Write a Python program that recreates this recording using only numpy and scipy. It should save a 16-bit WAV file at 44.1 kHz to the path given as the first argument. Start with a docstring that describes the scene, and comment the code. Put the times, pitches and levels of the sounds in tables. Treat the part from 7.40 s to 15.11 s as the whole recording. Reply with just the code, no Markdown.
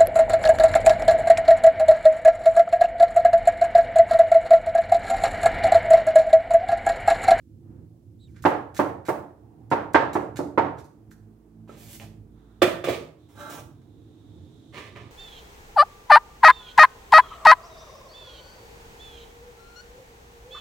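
"""A small hard kitchen, a phone close by: a cleaver crunches through cabbage and knocks on a thick wooden board.
Then shreds are gathered, a plastic bowl is set down, the blade scrapes the board and the heap drops in the bowl.
Blows ring the modes of board or bowl with a thud and a tick; leaves, glove and blade rub as dense noisy snaps.
Underneath lie a low rumble, soft swells and a thin far hiss of filtered noise, and a motor drone of sine orders."""
import sys
import numpy as np
from scipy import signal
from scipy.fft import rfft, irfft, next_fast_len
from scipy.io import wavfile
from scipy.ndimage import uniform_filter1d

SR = 44100
rng = np.random.default_rng(int(sys.argv[2]) if len(sys.argv) > 2 else 0)


def waveform_to_disk(signal):
    """Save audio, clipped to [-1, 1], as 16-bit WAV at the path in sys.argv[1]."""
    frames = np.transpose(np.atleast_2d(signal))
    scaled = np.clip(frames, -1, 1) * 32767
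    samples = np.round(scaled).astype(np.int16)
    wavfile.write(sys.argv[1], SR, samples)


N = 340011  # samples in the scene

# Rumble of house and street. Each row: time in seconds, level in dB.
RUMBLE_LEVEL = [(0, -54.5), (.2, -44), (.4, -43), (.55, -51), (1.0, -47.5), (1.9, -54.5), (2.6, -44),
                (3.4, -50.5), (4.1, -64), (4.5, -47.5), (5.1, -57.5), (5.7, -62.5), (6.1, -48.5),
                (6.5, -50), (7.3, -48.5), (7.71, -47)]
# Resonances of the rumble. Each row: centre in Hz, width in Hz, relative level in dB.
HOUSE_MODES = [(55, 50, -2), (107, 33, -0.3), (123, 90, -8), (166.5, 4, -4.5), (226.4, 39, -10.5),
               (266, 17, -12), (329, 53, -11.5), (466.6, 14, -23), (516, 30, -25)]
# Airy noise above the rumble. Each row: time in seconds, level in dB.
AIR_LEVEL = [(0, -87), (.2, -73), (.35, -59), (.5, -72), (.8, -73), (2.1, -59), (5, -61.5), (6.5, -60.5),
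             (7, -57.5), (7.71, -65.5)]
# Colour of the airy noise. Each row: frequency in Hz, relative density in dB per Hz.
AIR_COLOUR = [(180, -30.5), (300, 6), (377, -8), (438, -1), (494, -20), (684, -12.5), (804, -15.5),
              (4000, -45.5), (5200, -73.5), (8800, -120)]
# Thin far hiss. Each row: start in seconds, rise in seconds, hold in seconds, level in dB.
HISS_STROKES = [(4.85, 0.2, 0.45, -78.5), (5.76, 0.055, 0.22, -74), (5.8, 1.9, .4, -67)]
# Bands of the far hiss. Each row: centre in Hz, width in Hz, relative level in dB.
HISS_BANDS = [(3650, 710, -1.5), (6260, 6000, -16)]
# Soft dull swells in the background. Each row: start in seconds, rise in seconds, hold in seconds,
# level in dB, centre in Hz, width in Hz.
DULL_SWELLS = [(.23, 0.044, 0.11, -86, 1400, 700), (.48, 0.034, 0.075, -76, 600, 244),
               (2.0, 0.041, 0.18, -69.5, 780, 149.2), (4.93, 0.057, 0.17, -75.5, 1250, 700)]
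# Passing motor. Each row: time in seconds, level of the lowest order in dB, gain of the orders above in dB.
DRONE_LEVEL = [(3.55, -70, -87.5), (3.68, -47, -59.5), (3.92, -46.5, -59.5), (4.03, -45.5, -68),
               (4.2, -49, -52), (4.52, -43, -61.5), (4.7, -41, -53.5), (4.9, -40.5, -65.5),
               (5.22, -43, -61.5), (5.6, -65, -77)]
# Motor orders 2 to 8. Each entry: relative level in dB.
DRONE_ORDERS = [4.5, 1.5, 4.5, -16.5, -21, -29, -13]

# Glove squeaking on the blade. Each row: time in seconds, pitch in Hz, level in dB.
SQUEAK_PATH = [(0.788, 3540, -92), (0.81, 3920, -64.5), (0.845, 3870, -60), (0.875, 3600, -72),
               (0.885, 2400, -72), (0.91, 2000, -80)]
# Blade in the leaves. Each row: start in seconds, length in seconds, level in dB, tilt in dB per octave.
CUTS = [(0.87, 0.068, -71, 2), (0.944, 0.055, -66, -4), (1.021, 0.075, -46.5, 3), (1.342, 0.03, -47.5, 2),
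        (1.363, 0.019, -38, 1), (1.651, 0.036, -43, 0), (2.303, 0.011, -42, 1.5), (2.533, 0.0077, -42, 4),
        (2.73, 0.0067, -34, 0.5), (2.959, 0.031, -41.5, -0.5), (3.37, .02, -62.5, -3.5),
        (3.381, 0.021, -53.5, -0.7), (3.442, 0.0026, -49.5, 3), (3.702, .01, -67.5, 2.5),
        (3.709, .004, -53.5, 3.5), (6.415, 0.0028, -68.5, -2.7)]
# Colour of the snapping leaves. Each row: frequency in Hz, relative density in dB per Hz.
CRUNCH_COLOUR = [(880, -21), (1500, 0.5), (3120, -11.5), (3630, -7), (4570, -7), (6620, -7), (9990, -12.5),
                 (15200, -15), (16500, -38)]
# Small hard taps among the hand work. Each row: start in seconds, gain in dB, centre in Hz, width in Hz.
TAPS = [(1.041, -53, 1300, 600), (3.715, -72, 1587, 600), (4.277, -78, 900, 900), (4.293, -60, 436, 251),
        (4.294, -66, 1290, 150), (4.599, -64, 2600, 1400), (5.474, -44, 520, 300), (5.4855, -37, 470, 240),
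        (7.56, -69, 1150, 200), (7.561, -67, 2300, 500)]

# Blade meets board. Each row: start in seconds, level in dB, tilt in dB per octave, tick in dB against the ring.
CHOPS = [(1.051, -27, 0.84, -33.5), (1.392, -31, -1, -21), (1.685, -35, -1.2, -13.5), (2.315, -31, 1, -33),
         (2.545, -25, 2.5, -44), (2.753, -34, -1.5, -52), (2.9905, -38.5, -7, -36), (3.176, -29, 0, -37.5)]
# Modes of the board. Each row: frequency in Hz, relative level in dB, time to fall 60 dB in seconds.
BOARD_MODES = [(120.1, -19, 0.04), (290.4, 3, 0.16), (366, -0.5, 0.21), (425.7, -7, 0.23),
               (484, 1.5, 0.035), (541, 3, 0.055), (611, 0.5, 0.055), (714, 0.5, 0.049), (879.7, 2.5, 0.14),
               (909, 7, 0.15), (1163, 0.5, 0.068), (1572, 3.5, 0.041), (2225, -8, 0.045),
               (2907, -23.5, 0.048)]
# Colour of the thud on the board. Each row: frequency in Hz, relative density in dB per Hz.
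BOARD_THUD_COLOUR = [(53, -35), (90, -11.5), (226, -9.5), (294, -2.5), (659, -1.5), (873, -2), (1010, -5.5),
                     (1140, -7), (1340, -7), (8000, -53.5), (10400, -68), (17600, -120)]
# Bowl touches down. Each row: start in seconds, level in dB, tilt in dB per octave, tick in dB against the ring.
BOWL_KNOCKS = [(5.218, -26.5, 4.03, -11.5), (5.440, -43.5, 5, -9), (5.488, -40, 2, -9)]
# Modes of the bowl. Each row: frequency in Hz, relative level in dB, time to fall 60 dB in seconds.
BOWL_MODES = [(211.6, -8.5, 0.074), (320, -2, 0.023), (360.6, 8, 0.14), (567, 2, 0.02), (705, -3, 0.095),
              (1190, -6, .06), (1348, -14, 0.15), (1810, -13, 0.12), (2406, -12.5, 0.26),
              (3550, 12.5, 0.087), (5240, -28.5, .02)]
# Colour of the bowl's thud. Each row: frequency in Hz, relative density in dB per Hz.
BOWL_THUD_COLOUR = [(53, -39.5), (90, -15), (262, -8.5), (361, -11.5), (404, -22), (546, -4.5), (923, -18),
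                    (1200, -20.5), (1820, -23.5), (8000, -48.5), (10400, -62.5), (17600, -120)]

# Shreds gathered by hand. Each row: start in seconds, rise in seconds, hold in seconds, level in dB,
# tilt in dB per octave.
GATHERING = [(4.275, 0.0067, 0.061, -58, -0.5), (4.34, 0.065, 0.09, -53.5, 5),
             (4.47, 0.054, 0.035, -50, 6.5), (4.595, 0.0056, .03, -50, 0.5)]
# Colour of the gathered shreds. Each row: frequency in Hz, relative density in dB per Hz.
GATHER_COLOUR = [(290, -19), (500, 10), (1390, -8), (1790, -5), (4620, -11), (8300, -14), (10200, -19),
                 (12300, -16.5), (15800, -21), (16500, -57)]
# Bowl sliding. Each row: start in seconds, rise in seconds, hold in seconds, level in dB, tilt in dB per octave.
SLIDING = [(5.438, 0.002, 0.096, -39.5, 0.095)]
# Colour of the slide. Each row: frequency in Hz, relative density in dB per Hz.
SLIDE_COLOUR = [(290, -4.5), (500, -28), (1260, -3.5), (1410, -22), (2390, -5.5), (2610, -10),
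                (3350, -12.5), (13600, -33), (15800, -25), (16500, -55)]
# Blade along the board. Each row: start in seconds, rise in seconds, hold in seconds, hiss level in dB,
# tilt in dB per octave, board ring level in dB.
SCRAPING = [(5.883, .01, 0.062, -66, 1, -74), (5.94, 0.075, 0.067, -51.5, 0.5, -44),
            (6.085, 0.021, .045, -45, 1, -46.5), (6.165, 0.012, 0.02, -51, -0.5, -60)]
# Colour of the scraping hiss. Each row: frequency in Hz, relative density in dB per Hz.
SCRAPE_COLOUR = [(880, -4.5), (1500, -14.5), (3780, -16.5), (4760, -22), (5310, -15.5), (15100, -23),
                 (16000, -13), (16500, -50.5)]
# Board and blade under the scraping edge. Each row: centre in Hz, width in Hz, relative level in dB.
SCRAPE_RING = [(291, 50, 11.5), (610, 110, 3), (874, 39, 5), (1163, 60, 4), (1326, 160, 3.5),
               (1576, 150, 0), (2100, 41, -9), (2640, 73, -17), (3220, 140, -14), (3880, 300, -12)]
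# Heap dropping. Each row: start in seconds, rise in seconds, hold in seconds, level in dB, tilt in dB per octave.
DROPPING = [(7.318, 0.036, 0.062, -44, 1), (7.553, 0.0068, 0.026, -52, -1)]
# Colour of the falling heap. Each row: frequency in Hz, relative density in dB per Hz.
DROP_COLOUR = [(290, -4.5), (500, -4), (847, -12), (1170, -3.5), (1450, -17.5), (1840, -6), (3450, -14),
               (4970, -21.5), (14700, -41), (15800, -31), (16500, -66)]
# Dying away after a stroke. Each entry: kind of stroke, time constant in seconds.
FADE_S = {"gather": 0.02, "slide": 0.032, "scrape": 0.013, "drop": 0.062, "hiss": .06}

# Decay of the kitchen. Each row: frequency in Hz, time to fall 60 dB in seconds.
ROOM_T60 = [(100, 0.95), (260, 0.47), (700, 0.49), (1840, 0.39), (4850, 0.36), (12800, .33)]
# Likeness of the two microphone ports. Each row: frequency in Hz, left-right correlation.
PORT_LIKENESS = [(60, 0.93), (300, .9), (700, 0.33), (1500, .25), (4000, 0.11), (14000, .02)]
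# Balance of the two ports. Each row: frequency in Hz, left minus right in dB.
PORT_BALANCE = [(60, -5), (1000, -4.5), (8000, -5.5), (13000, 0.5)]

# The kitchen: straight path, counter and wall echoes with their span, diffuse tail
DIRECT_DB, EARLY_DB, EARLY_S, LATE_DB = -3, 2, 0.022, -1.5
DIRECT_TOP_HZ = 2500  # hand and heap shade the straight path above this
SPAN = 1 << 15  # samples in a room response
# Paths straight to the phone: hand work unshaded, taps and mode ring through the counter
NEAR_DB, TAP_NEAR_DB, RING_NEAR_DB = -4, -3, 2.0
SIDE_LAG = 9  # samples the side part of the near hand work is delayed
MIC_HISS_DB, MIC_LOW_HZ, TOP_HZ = -77.5, 75.6, 16300  # hiss before port balance and cuts; lower and upper cut

CONTACT_S = 0.00053  # how long the push of a blow lasts
LANDING_S = 0.0007  # edge or rim lands along its length, so a blow swells briefly
BOARD_THUD_DB, BOWL_THUD_DB = 7.5, 4  # broad thud against the ring
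BOARD_SCATTER_DB, BOWL_SCATTER_DB = 2.5, 1.1  # how the shares of the modes change from blow to blow
SNAP_SCATTER_DB = 2.0  # how much the snaps of rubbing differ in size
UNEVEN_DB, UNEVEN_PER_S = 1.5, 45  # rubbing catches and lets go
WAVER_DB = 1.5  # spread of the rumble's wavering
DRONE_HZ = 53.8  # lowest motor order, before its slow drift


def undb(db):
    """Turn dB into an amplitude factor."""
    return 10 ** (np.asarray(db) / 20)


def unit(x):
    """Bring the effective (rms) level to 1."""
    return x / np.sqrt(np.mean(x ** 2, axis=-1, keepdims=True))


def at(table, hz):
    """Read a (Hz, value) table on a log axis."""
    table_hz, values = np.transpose(table)
    return np.interp(np.log(np.maximum(hz, 1)), np.log(table_hz), values)


def shape(x, gain):
    """Filter by a gain that is a function of frequency."""
    size = next_fast_len(x.shape[-1])
    hz = np.arange(size // 2 + 1) * SR / size
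    return irfft(rfft(x, size) * gain(hz), size)[..., :x.shape[-1]]


def octave_band(x, centre_hz):
    """Pass one octave band that overlaps its neighbours with straight slopes."""
    return shape(x, lambda f: np.maximum(1 - abs(np.log2(np.maximum(f, 1) / centre_hz)), 0))


def resonances(table, f):
    """Gain of several resonances whose powers add."""
    return np.sqrt(sum(undb(2 * db) / (1 + (2 * (f - hz) / width) ** 2) ** 2 for hz, width, db in table))


def pulse(gain, size):
    """The shortest causal pulse with this colour (folded cepstrum)."""
    ceps = irfft(np.log(gain(np.arange(size // 2 + 1) * SR / size)))
    ceps[1:size // 2] *= 2
    ceps[size // 2 + 1:] = 0
    return irfft(np.exp(rfft(ceps)))


def spread(mid, side):
    """Left and right share the bass and part in the treble."""
    def alike(hz):
        return np.clip(at(PORT_LIKENESS, hz), 0, 1)

    m = shape(mid, lambda hz: np.sqrt((1 + alike(hz)) / 2))
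    s = shape(side, lambda hz: np.sqrt((1 - alike(hz)) / 2))
    return np.array([m + s, m - s])


def curve(table):
    """Columns as sample curves; the level is silent outside the table, further columns hold their ends."""
    s, db, *rest = np.transpose(table)
    t = np.arange(N) / SR
    return [np.interp(t, s, undb(db), left=0, right=0)] + [np.interp(t, s, c) for c in rest]


def waver(rate):
    """Slow chance, spread 1: noise averaged twice over 1/rate seconds."""
    size = int(SR / rate)
    return unit(uniform_filter1d(uniform_filter1d(rng.standard_normal(N), size=size), size=size))


def strokes(table, fade_s):
    """Each stroke swells, holds and dies away; further columns follow the stroke that is loudest."""
    t = np.arange(N) / SR
    s, rise, hold, db, *rest = np.transpose(table)[..., None]
    swell = np.sin(np.pi / 2 * np.clip((t - s) / rise, 0, 1)) ** 2
    gains = undb(db) * swell * np.exp(-np.maximum(t - s - rise - hold, 0) / fade_s)
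    total = gains.sum(axis=0)
    return [total] + [(gains * c).sum(axis=0) / (total + 1e-12) for c in rest]


def tilted(x, tilt_db, pivot_hz):
    """Octave bands weighted by a tilt that moves in time."""
    out = 0
    for hz in 31.25 * 2. ** np.arange(10):
        out = out + octave_band(x, hz) * undb(np.clip(tilt_db, -8, 8) * np.log2(hz / pivot_hz))
    return out


def crackle(rate, scatter_db):
    """Dense snaps of uneven size, rate per second."""
    chance = rng.random((N, 2))
    snaps = chance[:, 0] < rate / SR
    sizes = undb(-scatter_db * np.log(1 - chance[:, 1]))
    return unit(snaps * sizes * rng.standard_normal(N))


def rooms(count):
    """Stereo responses from several spots: direct sound, a cluster of early echoes, a tail dying band by band."""
    t = np.arange(SPAN) / SR
    noise = rng.standard_normal((count, 2, SPAN))
    tail = 0
    for hz in 62.5 * 2. ** np.arange(9):
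        tail = tail + octave_band(noise, hz) * undb(-60 * t / at(ROOM_T60, hz))
    early = undb(EARLY_DB) / (1 + np.exp(np.minimum((t - EARLY_S) / 0.0057, 50))) / np.sqrt(EARLY_S * SR)
    late = undb(LATE_DB) * (1 - np.exp(-t / 0.035)) / np.sqrt(0.013 * SR)
    onset = np.minimum(t / 0.0033, 1)
    mid, side = (tail * (early + late) * onset).transpose(1, 0, 2)
    responses = spread(mid, side).transpose(1, 0, 2)
    responses += undb(DIRECT_DB) * pulse(lambda f: 1 / np.sqrt(1 + (f / DIRECT_TOP_HZ) ** 2), SPAN)
    return responses


def swells(noise):
    """Each swell is one band of noise that rises and fades."""
    out = 0
    for *stroke, hz, width in DULL_SWELLS:
        band = unit(shape(noise, lambda f: resonances([(hz, width, 0)], f)))
        out = out + strokes([stroke], FADE_S["hiss"])[0] * band
    return out


def motor():
    """A motor's orders are whole multiples of one slowly drifting turning rate."""
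    turn = 2 * np.pi * np.cumsum(DRONE_HZ * (1 + 0.017 * waver(2))) / SR
    upper = sum(undb(db) * np.sin(k * turn + k * k) for k, db in enumerate(DRONE_ORDERS, 2))
    lowest_gain, upper_db = curve(DRONE_LEVEL)
    return lowest_gain * np.sin(turn) + undb(upper_db) * upper


def backdrop():
    """Wavering resonant rumble of house and street, airy noise, a thin far hiss, dull swells and the motor."""
    noise = spread(*rng.standard_normal((2, N)))
    rumble = unit(shape(noise, lambda f: resonances(HOUSE_MODES, f)))
    rumble = curve(RUMBLE_LEVEL)[0] * undb(WAVER_DB * waver(12)) * rumble
    air = curve(AIR_LEVEL)[0] * unit(shape(noise, lambda f: undb(at(AIR_COLOUR, f))))
    thin = unit(shape(noise, lambda f: resonances(HISS_BANDS, f)))
    thin = strokes(HISS_STROKES, FADE_S["hiss"])[0] * thin
    return rumble + air + thin + swells(noise) + motor()


def squeak():
    """A glove on the blade: a wobbling stick-slip tone with its octave."""
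    level, hz = curve(np.array(SQUEAK_PATH)[:, [0, 2, 1]])
    wobble = unit(uniform_filter1d(rng.standard_normal(N), size=SR // 1500))
    turn = 2 * np.pi * np.cumsum(hz * (1 + 0.048 * wobble)) / SR
    return level * (np.sin(turn) + undb(-13) * np.sin(2 * turn))


def crunch():
    """Leaves snap under the edge for as long as it cuts."""
    t, gain, tilt = np.arange(N) / SR, np.zeros(N), np.zeros(N)
    for s, length, db, tilt_db in CUTS:
        attack = np.clip((t - s) / 0.0012, 0, 1)
        gain += undb(db) * attack * np.exp(-np.maximum(t - s - length, 0) / 0.007)
        tilt[t > s] = tilt_db
    snaps = unit(shape(crackle(10000, 4.53), lambda f: undb(at(CRUNCH_COLOUR, f))))
    return gain * tilted(snaps, tilt, 6000.)


def taps():
    """Each tap is one short broad resonance, heard with the room."""
    out = np.zeros((2, N + 2 * SPAN))
    for (s, db, hz, width), room in zip(TAPS, rooms(len(TAPS))):
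        click = unit(pulse(lambda f: resonances([(hz, width, 0)], f), SPAN // 4))
        wet = signal.fftconvolve(click[None], room, axes=1)
        wet[:, :len(click)] += undb(TAP_NEAR_DB) * click
        start = int(s * SR)
        out[:, start:start + wet.shape[1]] += wet * undb(db)
    return out[:, :N]


def knocks(table, modes, thud_colour, thud_db, scatter_db):
    """Each blow rings the modes with its own shares, adds a broad thud and a bright tick, and fills the room."""
    out, t = np.zeros((2, N + 2 * SPAN)), np.arange(SPAN // 4) / SR
    hz, db, t60 = np.transpose(modes)[..., None]
    chance = rng.standard_normal((len(table), len(modes), 1))
    push = np.sin(np.pi * np.minimum(t[:200] / CONTACT_S, 1)) ** 2
    sign = (-1.) ** np.arange(len(modes))[:, None]
    tick = unit(pulse(lambda f: (f + 20) / (f + 5000), len(t)))
    for (s, level_db, tilt_db, tick_db), c, room in zip(table, chance, rooms(len(table))):
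        def tilt(f):
            return undb(tilt_db * np.log2(np.clip(f, 300, 4000) / 600))

        shares = sign * undb(db + scatter_db * c) * tilt(hz)
        ring = np.sum(shares * np.sin(2 * np.pi * hz * t) * undb(-60 * t / t60), axis=0)
        ring = unit(np.convolve(ring, push)[:len(t)])
        thud = unit(pulse(lambda f: undb(at(thud_colour, f)) * tilt(f), len(t)))
        blow = ring + undb(thud_db) * thud + undb(tick_db) * tick
        wet = signal.fftconvolve(blow[None], room, axes=1)
        wet[:, :len(t)] += undb(RING_NEAR_DB) * ring
        wet *= 1 - np.exp(-np.arange(wet.shape[1]) / SR / LANDING_S)
        wet = unit(wet.ravel()).reshape(wet.shape)  # one level for both ports together
        start = int(s * SR)
        out[:, start:start + wet.shape[1]] += wet * undb(level_db)
    return out[:, :N]


def rubbing(table, fade_s, colour, rate):
    """Leaves, glove or steel dragged over a surface: snaps so dense that they hiss."""
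    gain, tilt = strokes(table, fade_s)[:2]
    gain = gain * undb(UNEVEN_DB * waver(UNEVEN_PER_S))
    snaps = unit(shape(crackle(rate, SNAP_SCATTER_DB), lambda f: undb(at(colour, f))))
    return gain * tilted(snaps, tilt, 3700.0)


def board_hum():
    """The scraping edge catches and slips and keeps board and blade sounding."""
    ring = unit(shape(crackle(8000, 2.5), lambda f: resonances(SCRAPE_RING, f)))
    ring_strokes = np.array(SCRAPING)[:, [0, 1, 2, 5]]
    gain = strokes(ring_strokes, FADE_S["scrape"])[0]
    return gain * undb(UNEVEN_DB * waver(UNEVEN_PER_S)) * ring


def scene():
    """Hand work heard near and through the room, with the blows, the squeak and the backdrop."""
    hand_work = crunch()
    hand_work = hand_work + rubbing(GATHERING, FADE_S["gather"], GATHER_COLOUR, rate=13000)
    hand_work = hand_work + rubbing(SLIDING, FADE_S["slide"], SLIDE_COLOUR, rate=9000)
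    hand_work = hand_work + rubbing(SCRAPING, FADE_S["scrape"], SCRAPE_COLOUR, rate=9000) + board_hum()
    hand_work = hand_work + rubbing(DROPPING, FADE_S["drop"], DROP_COLOUR, rate=4000)
    wet = signal.fftconvolve(hand_work[None], rooms(count=1)[0], axes=1)[:, :N]
    near = undb(NEAR_DB) * spread(hand_work, np.roll(hand_work, SIDE_LAG))  # keeps the edges sharp
    chops = knocks(CHOPS, BOARD_MODES, BOARD_THUD_COLOUR, BOARD_THUD_DB, BOARD_SCATTER_DB)
    bowl = knocks(BOWL_KNOCKS, BOWL_MODES, BOWL_THUD_COLOUR, BOWL_THUD_DB, BOWL_SCATTER_DB)
    return backdrop() + squeak() + taps() + chops + bowl + wet + near


def record(dry):
    """The capsules hiss faintly, the left port hears less below the top; deepest bass and top are cut."""
    dry = dry + undb(MIC_HISS_DB) * rng.standard_normal(dry.shape)
    ports = shape(dry, lambda f: undb(np.outer([.5, -.5], at(PORT_BALANCE, f))))
    low_cut = signal.butter(4, MIC_LOW_HZ, "high", fs=SR, output="sos")
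    top_cut = signal.ellip(10, .2, 70, TOP_HZ, fs=SR, output="sos")
    ports = signal.sosfilt(low_cut, ports)
    return signal.sosfilt(top_cut, np.clip(ports, -1, 1))


dry = scene()
out = record(dry)
waveform_to_disk(out)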